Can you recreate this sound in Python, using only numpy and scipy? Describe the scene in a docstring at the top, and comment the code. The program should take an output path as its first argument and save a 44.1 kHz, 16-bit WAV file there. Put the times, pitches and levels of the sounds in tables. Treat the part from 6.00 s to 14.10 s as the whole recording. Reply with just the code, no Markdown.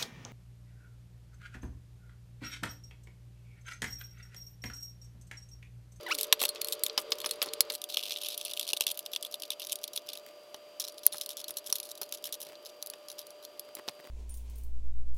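"""A ratchet wrench bolts a heavy vise to a workbench: steel clicks and rasps in quick strokes.
The pawl ticks over its teeth, the wrench knocks on the iron, and a loose steel part rings along.
A dry thread squeaks once, hands brush the vise, jolts thump the bench, and steel lets go in one snap.
A machine hums in the room. The work is heard from the front, then the side, then under the bench."""
import sys
import numpy as np
from scipy import signal
from scipy.fft import rfft, irfft
from scipy.io import wavfile
from scipy.ndimage import uniform_filter1d

SR = 44100
rng = np.random.default_rng(int(sys.argv[2]) if len(sys.argv) > 2 else 0)


def wrap_up_sound(samples):
    """Save the sound to the file named by the first command line argument, as 16-bit audio."""
    columns = np.atleast_2d(samples).T
    # keep every value between -1 and 1, then stretch to whole-number steps
    tamed = np.clip(columns, -1, 1)
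    steps = np.round(tamed * 32767).astype(np.int16)
    wavfile.write(sys.argv[1], SR, steps)


N = 357210

# wrench on iron: (time [s], bite level [dB], body [dB rel.], treble [dB rel.], length [s], mode [Hz])
WRENCH_KNOCKS = [(0.3257, -18, -12, -4, 0.0081, 3800), (0.4151, -33.5, -3, 2, 0.011, 3730),
                 (0.4367, -34, -2, 2, .007, 2700), (.4524, -32.5, -11.5, 3, 0.0058, 4200),
                 (0.9771, -25, -10, -12, 0.018, 5100), (1.1195, -25.5, -13, -15, 0.011, 5000),
                 (1.2434, -38, -3, -27, 0.0075, 3050), (1.26, -33, -7.5, -7.5, .011, 5030),
                 (1.4175, -28.5, -12, -16, 0.0066, 4700), (1.4253, -33.5, -7, 3, 0.018, 3250),
                 (1.6065, -24.5, -18.5, 4, 0.0033, 5100), (1.7001, -34, -10, -9, 0.017, 4800),
                 (1.9708, -27, -14, -9, 0.0035, 3370), (2.7322, -28.5, -15, -3, .0056, 2860),
                 (2.8084, -29, -15, 1.5, 0.0025, 2600), (2.867, -29, -23, -2.5, 0.0054, 3300),
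                 (4.5438, -45, -3, -9, 0.0074, 3240), (4.7983, -35.5, -33, -2, 0.017, 5600),
                 (5.7254, -27, -19.5, -4, 0.0068, 5700), (6.0147, -43, -1.5, 6, 0.013, 5060),
                 (6.9356, -48, -5, -7.5, 0.0096, 2750), (7.8861, -34.5, -9.5, -21, 0.001, 2430)]
# pawl into a tooth: (time [s], bite level [dB], treble [dB rel.])
PAWL_TICKS = [(0.186, -38, 1.5), (0.2104, -37, 6), (0.2312, -41, 9), (.406, -40, -6), (0.4283, -37, 5),
              (0.4905, -36.5, 2), (0.6158, -37, 4), (0.6459, -40.5, 3.5), (0.6848, -41.5, 4.5),
              (0.7236, -35, 1), (0.7326, -41, 2), (0.836, -36.5, 11.5), (.864, -33, -1.5),
              (.897, -38.5, -23), (1.3104, -35, 0.5), (1.5352, -38, 0.5), (1.751, -41, 2.5),
              (1.8167, -43.5, 1.5), (1.8398, -39.5, 0.5), (2.035, -37.5, -8), (2.1078, -36, -10),
              (2.161, -36, -25), (2.2855, -42, 5.5), (2.377, -42.5, 6.5), (2.4505, -42.5, 5.5),
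              (2.5352, -39.5, -1), (2.5955, -33.5, 0), (2.6356, -70, 2), (2.677, -41.5, -0.5),
              (2.7676, -38, -14), (2.888, -42, -3), (2.915, -41.5, 7.5), (2.9741, -47.5, 6.5),
              (2.9915, -43.5, 7), (3.0614, -39.5, -4.5), (3.134, -36.5, -5), (3.1611, -31, -10),
              (3.2263, -42, 3), (3.249, -38, -6), (3.342, -36.5, -4.5), (3.421, -44, 2),
              (3.504, -32.5, -4.5), (3.5975, -47.5, 4), (3.6696, -46.5, 5), (3.721, -41, 8),
              (3.7275, -37.5, 4), (3.7564, -45, 6), (3.8398, -37.5, 0), (3.9754, -34, -8),
              (4.0891, -40.5, -4.5), (4.133, -43, -0.5), (4.8496, -42.5, -5), (4.8831, -45.5, 1),
              (4.981, -48, -10), (5.182, -44.5, 1.5), (5.212, -37.5, 0), (5.2608, -44, 2),
              (5.2916, -43.5, 2), (5.3697, -45.5, 2.5), (5.7557, -38.5, 3), (5.8004, -42.5, 3),
              (5.915, -46, 2.5), (6.1236, -39, 0), (6.554, -52, -19), (6.8256, -41, 1), (6.8617, -53.5, 10),
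              (6.871, -50, 5), (6.9, -47.5, 6.5), (7.0847, -47.5, -3), (7.101, -45.5, -6),
              (7.191, -44.5, 0), (7.268, -56.5, 4), (7.305, -55.5, 2.5), (7.45, -48.5, 0),
              (7.595, -46, 6.5), (7.751, -51.5, 10.5)]
PAWL_HZ = (4100, 3370, 4290)  # main mode: front, side, under the bench
SIDE_FROM_S, UNDER_FROM_S = 1.765, 4.5
BODY, BITE, TREBLE = (signal.butter(4, edges_hz, "band", fs=SR, output="sos")
                      for edges_hz in [(150, 2000), (2000, 7500), (7500, 17000)])
SWISH = signal.butter(2, 2000, "high", fs=SR, output="sos")


def amp(db):
    return 10 ** (np.asarray(db) / 20)


def unit_rms(x):
    return x / np.sqrt(np.mean(x ** 2) + 1e-20)


def seconds(length_s):
    return np.arange(round(length_s * SR)) / SR


def add(mix, at_s, sound):
    part = mix[max(round(at_s * SR), 0):][:len(sound)]
    part += sound[:len(part)]


def gain_at(spectrum, hz):
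    points_hz, db = np.transpose(spectrum)
    return amp(np.interp(np.log(hz + 1), np.log(points_hz), db))


def noise(gain):
    """Unit-rms noise with spectrum gain(Hz)."""
    return unit_rms(irfft(rfft(rng.standard_normal(N)) * gain(np.fft.rfftfreq(N, 1 / SR)), N))


def wobble(t, smooth_samples):
    return unit_rms(uniform_filter1d(rng.standard_normal(len(t)), size=smooth_samples))


def coloured(x, spectrum):
    """Minimum-phase filter from (frequency [Hz], gain [dB]) points."""
    log_gain = np.log(gain_at(spectrum, abs(np.fft.fftfreq(2048, 1 / SR))))
    impulse = np.fft.ifft(np.exp(np.conj(signal.hilbert(log_gain)))).real[:512]
    return signal.fftconvolve(x, impulse)[:len(x)]


def band(x, sos, db, length_s):
    """One band of x, with the energy of level db held for length_s."""
    y = signal.sosfilt(sos, x)
    return amp(db) * y * np.sqrt(length_s * SR / (np.sum(y ** 2) + 1e-20))


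def mode(x, hz, t60_s):
    """Unity-gain resonance."""
    width_hz = np.log(1000) / np.pi / t60_s
    return signal.lfilter(*signal.iirpeak(hz, hz / width_hz, fs=SR), x)


def by_position(at_s, front, side, under):
    return front if at_s < SIDE_FROM_S else side if at_s < UNDER_FROM_S else under


def steelwork(force, at_s):
    """Contact force as the steel radiates it from the current work position."""
    # steel colour per position: (frequency [Hz], gain [dB])
    front = [(150, -23.5), (400, 0.5), (900, -2.5), (1150, 1), (1500, -7.5), (2200, -1.5), (3550, 9),
             (4400, 4), (5150, 4.5), (7200, -5), (8700, -6.5), (10400, -7), (12400, 0.5), (14000, -11.5)]
    side = [(150, -24), (400, 2), (1000, -2), (1900, -12.5), (2800, 8), (3600, 13), (4700, 8), (5800, 5),
            (7500, -9), (9300, -7.5), (11500, -2.5), (13000, -8), (14700, -5), (15700, -22)]
    under = [(150, -21), (420, -9.5), (1000, -5.5), (2100, -18), (3000, -1), (3900, 4.5), (4600, -4),
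             (5200, 3), (5900, 1.5), (7000, -5), (8500, -11), (10600, -1.5), (13000, -1.5), (15700, -10.5)]
    return coloured(force, by_position(at_s, front, side, under))


def contact(force, hz, main_db, main_t60_s):
    """Each contact point favours one main mode and five high ones of its own."""
    high_hz = np.exp(rng.uniform(np.log(7500), np.log(15500), 5))
    high = sum(mode(force, f, t60_s=0.035) for f in high_hz)
    return force + amp(main_db) * mode(force, hz, main_t60_s) + amp(3) * high


def glide(curve, jitter, partials=((1, 0),)):
    """Gliding tone with unsteady pitch."""
    times_s, hz, db = np.transpose(curve)
    out, t = np.zeros(N), np.arange(times_s[0], times_s[-1], 1 / SR)
    cycles = np.cumsum(np.interp(t, times_s, hz) * (1 + jitter * wobble(t, 40))) / SR
    tone = sum(amp(level_db) * np.sin(2 * np.pi * k * cycles) for k, level_db in partials)
    add(out, times_s[0], unit_rms(tone) * amp(np.interp(t, times_s, db)))
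    return out


def workshop(waver_db=0.96, front_boost_db=4):
    """Room noise and machine hum; from the front, louder and hollow."""
    # room noise: (frequency [Hz], density [dB rel.])
    air = [(18, -52.5), (30, -54.5), (120, -29.5), (240, -21.5), (345, -11), (486, -9.5), (600, -8.5),
           (913, -20), (1160, -18.5), (1900, -26), (3050, -17.5), (3580, -23.5), (4530, -25.5),
           (4910, -26.5), (6050, -30), (11100, -35), (12300, -30.5), (16000, -40.5)]
    # machine tones: (frequency [Hz], level [dB], width [Hz])
    hum = [(594.3, -55.5, 0.74), (1195, -71.5, 4), (975, -76.5, 13), (4750, -66.5, 22)]
    # room resonances at the front: (centre [Hz], width [Hz], level [dB])
    resonances = [(375, 33, -61), (449, 20, -54), (560, 59, -57.5), (1150, 380, -61), (3280, 1700, -57.5)]
    front = np.clip((SIDE_FROM_S - np.arange(N) / SR) / 0.027, 0, 1)
    out = amp(-58) * noise(lambda f: gain_at(air, f))
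    out += amp(-96) * noise(lambda f: 1 / (1 + (f / 90) ** 2))  # rumble
    for hz, db, width_hz in hum:
        drift, swell = (noise(lambda f: 1 / (1 + (f / 12) ** 4)) for _ in range(2))
        tone = np.sqrt(2) * np.sin(2 * np.pi * np.cumsum(hz + width_hz / 2 * drift) / SR)
        out += amp(db + waver_db * swell + front_boost_db * front) * tone
    hollow = sum(amp(db) * noise(lambda f: 1 / (1 + 2 * ((f - hz) / width_hz) ** 2) ** 0.76)
                 for hz, width_hz, db in resonances)
    return out + hollow * front


def rattle(ticks_per_s=42, floor_db=-45, spread_db=5, t60_s=0.012, resting_gain=0.15):
    """Loose parts tick faintly, louder while the wrench is in hand."""
    t = np.arange(N) / SR
    sizes = amp(floor_db + spread_db * np.minimum(rng.exponential(1, N), 3))
    hits = sizes * (rng.random(N) < ticks_per_s / SR)
    handling = np.where((t < 4.2) | ((t > 4.8) & (t < 6.5)), 1, resting_gain)
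    envelope = signal.oaconvolve(hits * handling, amp(-60 * seconds(0.02) / t60_s))[:N]
    return signal.sosfilt(SWISH, steelwork(envelope * rng.standard_normal(N), UNDER_FROM_S))


def thread_squeak():
    """A dry thread squeaks over a faint low groan."""
    # glides: (time [s], pitch [Hz], level [dB])
    squeak = [(.061, 1100, -71), (.065, 1015, -36), (.078, 920, -42), (.092, 702, -40.5), (.104, 936, -38),
              (.114, 1157, -27), (.124, 1425, -26.5), (.129, 1380, -29.5), (.135, 1100, -53)]
    groan = [(0, 344, -65), (.06, 342, -55), (.12, 332, -54), (.16, 289, -55), (.2, 270, -67)]
    # squeak partials: (harmonic number, level [dB rel.])
    partials = [(1, -17.5), (2, -12.5), (3, -23), (4, -19.5), (5, -32), (6, -35)]
    return glide(squeak, jitter=0.045, partials=partials) + glide(groan, jitter=0.013)


def back_swings(teeth_per_s=75, catches_per_s=240, tooth_db=18, spread_db=9, catch_t60_s=0.013):
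    """The pawl runs over the teeth in evenly paced swings; scraping adds tiny catches and hiss."""
    # stroke runs: (start [s], count, period [s], pawl duty [0-1], bite level [dB], treble [dB rel.],
    # scrape [0-1])
    runs = [(.086, 2, 0.093, 0.79, -46, 0.5, 0.75), (.394, 1, 0.1, .64, -40.5, -5, 0.6),
            (0.558, 1, 0.053, 0.46, -44.5, -19, 0.8), (.665, 1, .12, 0.66, -50, 4, 0.54),
            (0.846, 3, 0.13, 0.38, -55.5, 6, 0.28), (1.194, 2, 0.078, 0.91, -48.5, -3, 0.45),
            (1.429, 1, .1, 0.66, -48.5, -19, 0.7), (1.699, 1, 0.098, .65, -49.5, 3, 0.44),
            (1.889, 6, 0.069, 0.87, -41.5, -6.5, 0.7), (2.286, 4, 0.084, 0.83, -44.5, -5, 0.77),
            (2.602, 5, 0.066, 0.8, -42, -4, 0.46), (3.137, 3, .094, 0.41, -48.5, -4, .3),
            (3.421, 4, .089, .4, -45, -7, 0.72), (3.949, 1, 0.093, 0.34, -46, 3, .7),
            (4.085, 1, .11, 0.72, -50, -9, 0.38), (4.803, 1, 0.031, .5, -39.5, -4, .7),
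            (4.824, 1, 0.11, 0.75, -49, -8, 0.36), (5.037, 5, .0845, 0.53, -49, -2.5, 0.77),
            (5.48, 2, 0.089, 0.33, -44.5, 4, 0.8), (5.651, 2, 0.089, 0.6, -49.5, 2, .7),
            (5.83, 1, .13, .7, -54, -0.5, 0.33), (6.018, 2, 0.12, 0.19, -47, 1.5, 0.5),
            (6.241, 2, 0.084, 0.38, -44, 1, 0.73), (6.403, 1, .09, .38, -52, 6, 0.5),
            (6.65, 1, .09, 0.57, -50, -4.5, 0.41), (7.086, 2, .097, 0.48, -54, -1.5, 0.3),
            (7.426, 1, 0.074, 0.36, -56, -2, 0.56)]
    swings = [(start_s + k * period_s, duty * period_s, db + rng.normal(0, 1.3), treble_db, scrape)
              for start_s, count, period_s, duty, db, treble_db, scrape in runs for k in range(count)]
    out, decay = np.zeros(N), amp(-60 * seconds(0.02) / catch_t60_s)
    for at_s, length_s, db, treble_db, scrape in swings:
        t = seconds(length_s + 0.02)
        catches = rng.random(len(t)) < scrape * catches_per_s / SR
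        scatter_db = spread_db * np.minimum(rng.exponential(1, len(t)), 3)
        tooth_hz = teeth_per_s * np.exp(0.32 * wobble(t, 500))
        teeth = np.diff(np.floor(np.cumsum(tooth_hz) / SR), prepend=-1)
        hits = (teeth * amp(tooth_db - scatter_db) + catches * amp(scatter_db)) * (t < length_s)
        hiss = scrape ** 2 * np.clip(np.minimum(t, length_s - t) / 0.0028, 0, 1)
        envelope = (signal.fftconvolve(hits, decay)[:len(t)] + hiss) * amp(-4 * t / length_s)
        force = envelope * rng.standard_normal(len(t))
        hz = by_position(at_s, *PAWL_HZ) * (1 + 0.28 * rng.uniform(-1.2, 1))
        rasp = steelwork(contact(force, hz, main_db=-3.5, main_t60_s=0.003), at_s)
        for sos, rel_db in [(BODY, -20), (BITE, 0), (TREBLE, treble_db)]:
            add(out, at_s, band(rasp, sos, db + rel_db, length_s))
    return out


def loose_part(contacts, seating_db=5.5):
    """A small steel part rings in sympathy, less when held; its seating shifts at random."""
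    # its modes: (frequency [Hz], gain [dB], t60 [s])
    modes = [(9910, 6.5, 0.037), (4300, -1, 0.055), (9070, -10.5, .02)]
    # freedom to ring: (time [s], gain [dB])
    freedom = [(0, 2), (1.65, 3), (1.9, -6), (3.4, -4), (3.701, -5), (4.8, 1), (5.9, 0.5), (6.4, -5),
               (7.199, -1)]
    seating = np.tanh(noise(lambda f: 1 / (1 + (f / 25) ** 4)))
    freedom_db = np.interp(np.arange(N) / SR, *np.transpose(freedom))
    drive = contacts * amp(freedom_db + seating_db * seating)
    return sum(amp(db) * mode(drive, hz, t60_s) for hz, db, t60_s in modes)


def pawl_ticks(body_db=-22, length_s=0.0049, detune=0.041):
    """Short, thin blows near the pawl's mode, as rows like WRENCH_KNOCKS."""
    return [(at_s, db, body_db, treble_db, length_s,
             by_position(at_s, *PAWL_HZ) * np.exp(rng.normal(0, detune)))
            for at_s, db, treble_db in PAWL_TICKS]


def clicks(blows, rise_s=0.00023, crack_t60_s=0.0012, tail_t60_s=0.029, body_stretch=1.94):
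    """Each blow is a crack and a brief burst of dense steel modes; the low ones last longer."""
    out, t = np.zeros(N), seconds(0.06)
    crack = amp(2 - 60 * t / crack_t60_s)
    tail = amp(-24 - 60 * t / tail_t60_s)
    for at_s, db, body_db, treble_db, length_s, hz in blows:
        grit = rng.standard_normal(len(t)) * (1 - np.exp(-t / rise_s))
        force = grit * (crack + amp(-30 * t / length_s) + tail)
        high = steelwork(contact(force, hz, main_db=6.5, main_t60_s=0.0049), at_s)
        low = steelwork(grit * (amp(-30 * t / (length_s * body_stretch)) + tail), at_s)
        for x, sos, rel_db in [(low, BODY, body_db + 1), (high, BITE, 0), (high, TREBLE, treble_db)]:
            add(out, at_s, band(x, sos, db + rel_db, length_s=0.01))
    return out


def load_dip(lead_s=0.0091, depth_db=-8, hard_db=-32):
    """Ratchet gain: dips before each hard blow as the wrench takes up load."""
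    t = np.arange(N) / SR
    hard_s = [at_s for at_s, db, *_ in WRENCH_KNOCKS + PAWL_TICKS if db > hard_db]
    loaded = np.any([(t > at_s - lead_s) & (t < at_s) for at_s in hard_s], axis=0)
    return amp(depth_db * uniform_filter1d(loaded.astype(float), size=60))


def hand_brushes(lumpiness=0.94):
    """Soft, lumpy friction of skin and sleeves on the iron."""
    # touches: (time [s], length [s], dull level [dB], swish level [dB])
    touches = [(1.441, 0.052, -49.5, -57), (4.228, 0.11, -75, -58.5), (5.134, 0.034, -51.5, -59),
               (5.487, 0.027, -55, -56), (5.677, .04, -59, -68), (6.258, 0.047, -62.5, -54),
               (6.442, 0.11, -60, -60), (7.045, .03, -64, -72), (7.678, 0.016, -59, -65),
               (7.758, 0.041, -55.5, -54.5), (7.789, 0.01, -46, -56), (7.87, 0.036, -46.5, -47.5),
               (7.992, 0.011, -52.5, -58.5), (8.026, 0.056, -57, -59)]
    # friction colour: (frequency [Hz], gain [dB])
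    spectrum = [(60, 9), (200, -4.5), (350, 6), (700, -0.5), (1100, 2.5), (1800, -2), (3000, -3.5),
                (6000, -10.5), (15000, -13.5)]
    out = np.zeros(N)
    for at_s, length_s, dull_db, swish_db in touches:
        t = seconds(length_s + 0.01)
        pressure = np.exp(lumpiness * wobble(t, 130)) * np.sin(np.pi * np.minimum(t / length_s, 1))
        rub = coloured(rng.standard_normal(len(t)) * pressure, spectrum)
        add(out, at_s, band(rub, BODY, dull_db, length_s) + band(rub, SWISH, swish_db, length_s))
    return out


def bench_thumps():
    """Each jolt is one short push on the bench."""
    # pushes: (time [s], level [dB], width [s])
    jolts = [(1.609, -34, 0.00052), (4.547, -41, 0.00024), (5.0654, -32.5, 0.00028), (7.796, -54, 0.0004),
             (7.8854, -45, 0.0003)]
    out, t = np.zeros(N), seconds(0.02)
    for at_s, db, width_s in jolts:
        u = t / width_s
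        add(out, at_s, amp(db) * u * (1 - u / 3) * np.exp(1 - u))
    return out


def whine():
    """A faint tone that sinks slowly."""
    # glide: (time [s], pitch [Hz], level [dB])
    curve = [(1.77, 722, -66), (2.4, 682, -64), (3.3, 665.5, -65), (4.5, 665.5, -67.5), (6.5, 646.6, -68),
             (8.1, 663, -75)]
    return glide(curve, jitter=0.025)


def snap():
    """Steel lets go: three contacts within a millisecond strike the same high modes."""
    # contacts: (time [s], level [dB])
    hits = [(5.0652, -17), (5.0655, -20.5), (5.0656, 3.5)]
    # struck part: (frequency [Hz], gain [dB], t60 [s])
    modes = [(10040, -1.5, 0.0037), (13380, -4.5, 0.0022), (14060, -3.5, 0.0081), (6600, -50, .001),
             (3900, -36, 0.0082), (9100, -38, 0.04)]
    out, t, start_s = np.zeros(N), seconds(0.08), hits[0][0]
    for hz, db, t60_s in modes:
        for at_s, hit_db in hits:
            age_s = t - (at_s - start_s)
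            envelope = amp(db + hit_db - 60 * np.maximum(age_s, 0) / t60_s) * (age_s >= 0)
            add(out, start_s, envelope * np.sin(2 * np.pi * hz * t))
    return out


def room(x, wet_db=-21, t60_s=0.047):
    """Adds the short, faint tail of a cluttered room."""
    t = seconds(0.3)
    tail = rng.standard_normal(len(t)) * amp(-60 * t / t60_s) * (t > 0.004)
    return x + amp(wet_db) * signal.oaconvolve(x, tail / np.linalg.norm(tail))[:N]


def scene():
    """The work on the vise in its room, mono."""
    blows = clicks(WRENCH_KNOCKS + pawl_ticks())
    ratchet = (back_swings() + rattle()) * load_dip()
    ring = loose_part(blows + amp(5) * ratchet)  # a running pawl shakes it more than single blows
    squeak = thread_squeak()
    background = workshop() + whine()
    work = room(blows + ratchet + ring + squeak + hand_brushes())
    return (work + snap() + bench_thumps() + background)[None]


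def record(dry, cutoff_hz=16500):
    """Full-scale clip, then low-pass."""
    lowpass = signal.firwin(255, cutoff_hz, window=("kaiser", 8), fs=SR)
    return signal.oaconvolve(np.clip(dry, -1, 1), lowpass[None], "same")


dry = scene()
out = record(dry)
wrap_up_sound(out)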